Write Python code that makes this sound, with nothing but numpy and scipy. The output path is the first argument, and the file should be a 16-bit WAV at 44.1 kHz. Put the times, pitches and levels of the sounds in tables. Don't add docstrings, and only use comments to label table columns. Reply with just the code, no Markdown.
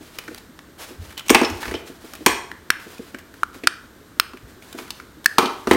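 import sys
import numpy as np
from scipy import signal
from scipy.fft import rfft, irfft
from scipy.io import wavfile

SR = 44100
rng = np.random.default_rng(int(sys.argv[2]) if len(sys.argv) > 2 else 0)


def wrap_up_sound(samples):
    columns = np.atleast_2d(samples).T
    tamed = np.clip(columns, -1, 1)
    steps = np.round(tamed * 32767).astype(np.int16)
    wavfile.write(sys.argv[1], SR, steps)


N = 254090
TIME = np.arange(N) / SR
AGE = TIME[:SR // 4]

# (start [s], length [s], level [dB])
STROKES = [(0.0, 0.37, -47.5), (0.774, 0.11, -40), (0.998, 0.13, -46), (1.25, .33, -41),
           (1.59, 0.12, -36.5), (1.845, .04, -43), (1.997, .23, -46.5), (2.78, 0.29, -47.5),
           (3.33, 0.11, -53.5), (3.523, 0.031, -45.5), (4.467, 0.019, -49.5), (4.609, .37, -49),
           (4.765, .045, -36), (5.265, .39, -47.5), (5.665, .09, -33)]
# (frequency [Hz], level [dB])
RUB_COLOUR = [(200, -5), (500, 3), (1000, 2), (1700, 0.5), (3000, -0.5), (5000, -3), (8000, -7),
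              (11000, -8), (16000, -11.5)]


def catch_pops(crack_t60=0.01, snap_t60=0.0093, snap_hz=7500, swell_s=0.00098, glide=0.11, glide_s=0.00086):
    # (time [s], cavity [dB], cavity pitch [Hz], cavity t60 [s], crack [dB],
    # room feed [dB], shell pitch under the grip [ratio], snap [dB re crack])
    pops = [(2.7032, -7.5, 1697, 0.0047, -11.5, -16, 1.0, -11),
            (3.4325, -11.5, 1380, 0.0081, -28.5, -21.5, .98, -14),
            (3.6721, -6.5, 1420, 0.0077, -5.5, -21.5, .88, -24),
            (4.1980, -9.5, 1375, 0.0055, -8.5, -20.5, 1.0, -9),
            (5.2592, -3.5, 1735, 0.012, -10, -20, 1.01, -11)]
    direct, feed = np.zeros((2, N))
    for s, db, hz, t60, crack_db, room_db, pitch, snap_db in pops:
        phase = 2 * np.pi * np.cumsum(hz * (1 - glide * np.exp(-AGE / glide_s))) / SR
        cavity = blow(highpass(np.sin(phase) * dying(t60) * rising(swell_s), hz=750))
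        crack = blow(shell(grit() * dying(crack_t60), pitch))
        snap = from_db(snap_db) * blow(highpass(grit() * dying(snap_t60), snap_hz))
        low = from_db(db - 29) * thud(spread_db=0, damping=6.5, rise_s=0.00055)
        pop = from_db(db) * cavity + from_db(crack_db) * (crack + snap) + low
        add(direct, s, pop)
        add(feed, s, from_db(room_db) * pop)
    return direct, feed


def shell(push, pitch):
    # (frequency [Hz], width [Hz], level [dB])
    modes = [(1900, 280, 1), (2705, 550, -0.5), (3730, 710, 0), (4270, 245, 4.5), (5180, 410, 2),
             (7260, 970, -8.5), (8340, 1700, -7.5), (12100, 4400, -12.5), (14000, 1600, -16)]
    return sum((-1) ** k * from_db(db) * resonate(push, pitch * hz, width)
               for k, (hz, width, db) in enumerate(modes))


def knocks(clack_t60=0.038, crack_t60=0.031, clack_width_hz=1100, spill=0.19, rise_s=0.00018):
    # (time [s], thud [dB], clack [dB], clack centre [Hz], crack [dB])
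    hits = [(1.283, -55, -32.5, 2820, -29), (1.2951, -25, -12.5, 2260, -23), (1.3020, -4, -12, 1580, -12.5),
            (1.3467, -13.5, -4.5, 2020, -15.5), (1.3537, -12, -18, 1100, -36), (1.4141, -9, -20, 990, -33),
            (1.433, -16.5, -22, 1500, -46), (1.4470, -32, -24, 3000, -50), (1.500, -32, -41, 2000, -35),
            (1.629, -48, -27.5, 1512, -47), (1.655, -33, -29, 1415, -53), (1.680, -30, -30, 2030, -51),
            (1.712, -23.5, -29.5, 1730, -40), (1.7400, -20, -29.5, 2150, -45),
            (2.2620, -10.5, -8.5, 2060, -10.5), (2.264, -22, -12.5, 750, -30), (2.281, -24, -27, 2200, -29),
            (4.787, -31.5, -31, 1700, -46), (5.3830, -12, -4.5, 1350, -17.5),
            (5.395, -20.5, -22, 1217, -41), (5.427, -16.5, -30, 1100, -42), (5.4576, -21, -25, 3300, -38),
            (5.6714, -14, -20.5, 1330, -35), (5.7112, -3.5, -8.5, 1230, -23.5),
            (5.733, -19, -21, 1400, -30.5), (5.748, -11, -28, 1500, -41)]
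    # (frequency [Hz], level [dB])
    panel_colour = [(250, -39), (500, -11), (900, 6), (1500, -5), (2300, -4), (3200, -6), (4800, -5.5),
                    (8000, -21)]
    crack_colour = [(1500, -38), (3500, -7), (4700, -17), (5600, 2), (6800, 1), (7700, -9), (8600, 0),
                    (10000, -10), (13000, -7.5), (16000, -17)]
    out = np.zeros(N)
    for s, thud_db, clack_db, hz, crack_db in hits:
        panel = coloured(grit(), panel_colour) * dying(clack_t60) * rising(rise_s)
        clack = blow(resonate(panel, hz, clack_width_hz) + spill * panel)
        crack = blow(coloured(grit(), crack_colour) * dying(crack_t60) * rising(rise_s))
        low = thud(spread_db=1.0, damping=0.94, rise_s=0.003)
        add(out, s, from_db(thud_db) * low + from_db(clack_db) * clack + from_db(crack_db) * crack)
    return out


def thud(spread_db, damping, rise_s):
    # (frequency [Hz], level [dB], t60 at a damping of 1 [s])
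    tones = [(84.4, -26.5, 0.22), (202, -14.5, 0.072), (230.3, -1.5, 0.06), (261.4, -0.5, 0.088),
             (310.3, -1.5, 0.076), (363.4, -0.5, 0.13), (420.3, 0, 0.075), (469.7, 0, 0.051),
             (568, -4.5, 0.055), (676, -5, 0.052), (841, -3.5, 0.033)]
    ring = 0
    for hz, db, t60 in tones:
        envelope = from_db(db + spread_db * rng.normal()) * dying(t60 / damping)
        ring = ring + envelope * np.sin(2 * np.pi * (hz * AGE + rng.random()))
    return blow(ring * rising(rise_s))


def ticks(width_share=0.29, rise_s=0.00085, unevenness=0.68,
          faint_hz=1900, faint_t60=0.029, faint_edge_db=-3.5):
    # (time [s], level [dB], pitch [Hz], t60 [s], edge [dB re tone])
    slips = [(0.1856, -29, 2600, 0.026, 1), (0.279, -31.5, 1520, .03, -22), (0.346, -48, 3000, 0.0093, 12),
             (.3780, -44.5, 4020, .034, 5.5), (0.5902, -38.5, 1660, 0.013, -24),
             (1.105, -44, 1900, .04, -2), (1.1762, -29.5, 2980, 0.058, -2.5),
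             (1.194, -32.5, 3150, 0.026, -2.5), (1.207, -38, 1250, .016, -18),
             (2.135, -36, 1220, 0.018, 0.5), (2.152, -51, 2500, 0.013, 14.5),
             (2.515, -29.5, 1860, .012, -23), (3.145, -30.5, 1590, 0.032, -28),
             (3.185, -42, 1830, 0.068, 0.5), (3.636, -30.5, 2130, 0.055, -19),
             (4.334, -38, 1270, 0.022, -21), (4.3717, -42, 1910, 0.017, -8), (4.727, -41.5, 3570, .021, 4),
             (4.9049, -27.5, 3960, 0.018, -4), (4.9990, -34, 1450, 0.016, -27),
             (5.243, -44, 3500, .028, 6.5)]
    faint = [(s, db, faint_hz * 2 ** rng.uniform(-0.47, 0.48), faint_t60, faint_edge_db)
             for s, db in chance_touches(per_s=6, db=-44.5)
             if any(start < s < start + length for start, length, _ in STROKES)]
    out = np.zeros(N)
    for s, db, hz, t60, edge_db in slips + faint:
        slip = np.exp(unevenness * grit()) * dying(t60) * rising(rise_s)
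        tone = blow(resonate(grit() * slip, hz, width_share * hz))
        edge = blow(coloured(grit(), RUB_COLOUR) * slip)
        add(out, s, from_db(db) * (tone + from_db(edge_db) * edge))
    return out


def squeaks(rise_s=0.0026, width_hz=130):
    # (time [s], pitch [Hz], level [dB], t60 [s])
    slips = [(1.170, 2980, -33, 0.098), (1.430, 5400, -30, .08), (1.446, 5290, -22, 0.05),
             (1.628, 1720, -26, 0.14), (1.740, 5300, -39, 0.043), (1.748, 3200, -28, 0.063),
             (5.456, 3100, -31, 0.045)]
    out = np.zeros(N)
    for s, hz, db, t60 in slips:
        tone = resonate(grit(), hz, width_hz)
        add(out, s, from_db(db) * blow(tone * dying(t60) * rising(rise_s)))
    return out


def finger_bumps(soft_hz=520):
    # (time [s], level [dB])
    bumps = [(.008, -35), (.281, -29.5), (0.311, -32), (.907, -32), (1.897, -30.5), (2.04, -31),
             (2.207, -28.5), (2.865, -33), (2.993, -26), (3.143, -28.5), (3.556, -36), (3.635, -24),
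             (4.335, -31.5), (4.746, -28), (4.815, -32)]
    out = np.zeros(N)
    for s, db in bumps + chance_touches(per_s=6, db=-41.5):
        add(out, s, from_db(db) * thud(spread_db=4.5, damping=0.79, rise_s=0.0015))
    return lowpass(out + 1e-18, soft_hz)


def rubbing(grains_per_s=500, grain_db=-7, grain_spread_db=2.0):
    grains = (rng.random(N) < grains_per_s / SR) * rng.choice([-1, 1], N)
    grains = grains * from_db(grain_spread_db * np.minimum(rng.exponential(1, N), 4))
    friction = rng.standard_normal(N) + from_db(grain_db) * grains / np.std(grains)
    return stroke_strength() * coloured(friction, RUB_COLOUR)


def stroke_strength(grip_db=-69, attack_s=0.026, sag_db=2.5, fall_20db_s=0.14, waver_db=1.8, waver_hz=17):
    level = np.full(N, from_db(grip_db))
    for s, length, db in STROKES:
        attack = np.clip((TIME - s) / attack_s, 0, 1)
        eased_db = sag_db * np.clip((TIME - s) / length, 0, 1)
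        release_db = 20 * np.clip((TIME - s - length) / fall_20db_s, 0, 10)
        level = np.maximum(level, from_db(db - eased_db - release_db) * attack)
    pressure = lowpass(rng.standard_normal(N), waver_hz)
    return level * from_db(waver_db * pressure / np.std(pressure))


def kitchen(x, first_echo_s=0.0028, build_s=0.0024):
    # (frequency [Hz], t60 [s])
    decays = [(100, 0.03), (350, 0.56), (1200, 0.53), (2500, 0.47), (6000, 0.4542), (9000, 0.39),
              (15000, 0.3)]
    # (frequency [Hz], level [dB])
    colour = [(80, -4), (350, -1.5), (1200, 2), (2200, 2), (3500, 0), (6000, -1.5), (9000, -1.5),
              (14000, -0.5)]
    t, hz = TIME[:SR], np.fft.rfftfreq(SR, 1 / SR)
    spectrum = rfft(rng.standard_normal(SR)) * from_db(at_hz(colour, hz))
    centres = np.array(decays)[:, 0]
    tail = 0
    for share, (_, t60) in zip(np.eye(len(centres)), decays):
        band = irfft(spectrum * at_hz(np.c_[centres, share], hz), SR)
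        tail = tail + band * from_db(-60 * t / t60)
    tail = tail * np.clip((t - first_echo_s) / build_s, 0, 1)
    return signal.fftconvolve(x, tail / np.sqrt(.04 * SR))[:N]


def handling_rumble(tremor_db=-58.5, rise_s=0.029, t60=0.29):
    # (time [s], level [dB])
    jolts = [(.975, -34.5), (1.31, -36), (1.50, -33.5), (1.655, -32.5), (2.27, -40), (4.41, -41),
             (5.68, -27)]
    # (frequency [Hz], level [dB])
    colour = [(15, -32), (45, -3.0), (85, 3.5), (130, -11.5), (250, -19), (900, -70)]
    level = from_db(tremor_db)
    for s, db in jolts:
        fall_db = 60 * np.clip((TIME - s - rise_s) / t60, 0, 2)
        level = level + from_db(db - fall_db) * np.clip((TIME - s) / rise_s, 0, 1)
    return level * coloured(rng.standard_normal(N), colour)


def room_tone(db=-48.5):
    # (frequency [Hz], level [dB])
    colour = [(15, -37), (25, -6), (59, -1.5), (141, -1), (293, 2.5), (754, -11.5), (1560, -7.5),
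              (2550, -19.5), (3720, -16), (4870, -21), (9320, -22.5), (10400, -29), (12900, -21.5),
              (16000, -29)]
    return from_db(db) * coloured(rng.standard_normal(N), colour)


def chance_touches(per_s, db, spread_db=2.5, count=80):
    gaps, strengths = rng.random((count, 2)).T
    times = np.cumsum(.5 + gaps) / per_s
    return [(s, db + spread_db * (2 * u - 1)) for s, u in zip(times, strengths) if s < TIME[-1]]


def grit():
    return rng.standard_normal(len(AGE))


def blow(x):
    return x * np.sqrt(.006 * SR / np.sum(x ** 2))


def rising(rise_s):
    return 1 - np.exp(-AGE / rise_s)


def dying(t60):
    return from_db(-60 * np.minimum(AGE / t60, 4))


def from_db(db):
    return 10 ** (np.asarray(db) / 20)


def at_hz(points, hz):
    points = np.array(points)
    return np.interp(np.log(hz + 1e-9), np.log(points[:, 0]), points[:, 1])


def coloured(x, points):
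    gain = from_db(at_hz(points, np.fft.rfftfreq(len(x), 1 / SR)))
    y = irfft(rfft(x) * gain, len(x))
    return y / np.std(y)


def resonate(x, hz, width_hz):
    r = np.exp(-np.pi * width_hz / SR)
    feedback = [1, -2 * r * np.cos(2 * np.pi * hz / SR), r * r]
    return signal.lfilter(np.array([1, 0, -1]) * (1 - r * r) / 2, feedback, x)


def highpass(x, hz):
    return signal.sosfilt(signal.butter(2, hz, "high", fs=SR, output="sos"), x)


def lowpass(x, hz):
    return signal.sosfilt(signal.butter(2, hz, fs=SR, output="sos"), x)


def add(track, s, sound):
    start = int(s * SR)
    track[start:start + len(sound)] += sound[:N - start]


def scene():
    popped, pop_feed = catch_pops()
    knocked = knocks()
    handled = ticks() + squeaks() + finger_bumps() + rubbing()
    echoes = kitchen(pop_feed + from_db(-4.5) * knocked + from_db(-8.5) * handled)
    return (popped + from_db(0.5) * knocked + handled + echoes + room_tone() + handling_rumble())[None]


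def record(dry, cutoff_hz=16000):
    clipped = np.clip(dry, -1, 1)
    return signal.sosfilt(signal.ellip(10, .1, 70, cutoff_hz, fs=SR, output="sos"), clipped)


dry = scene()
out = record(dry)
wrap_up_sound(out)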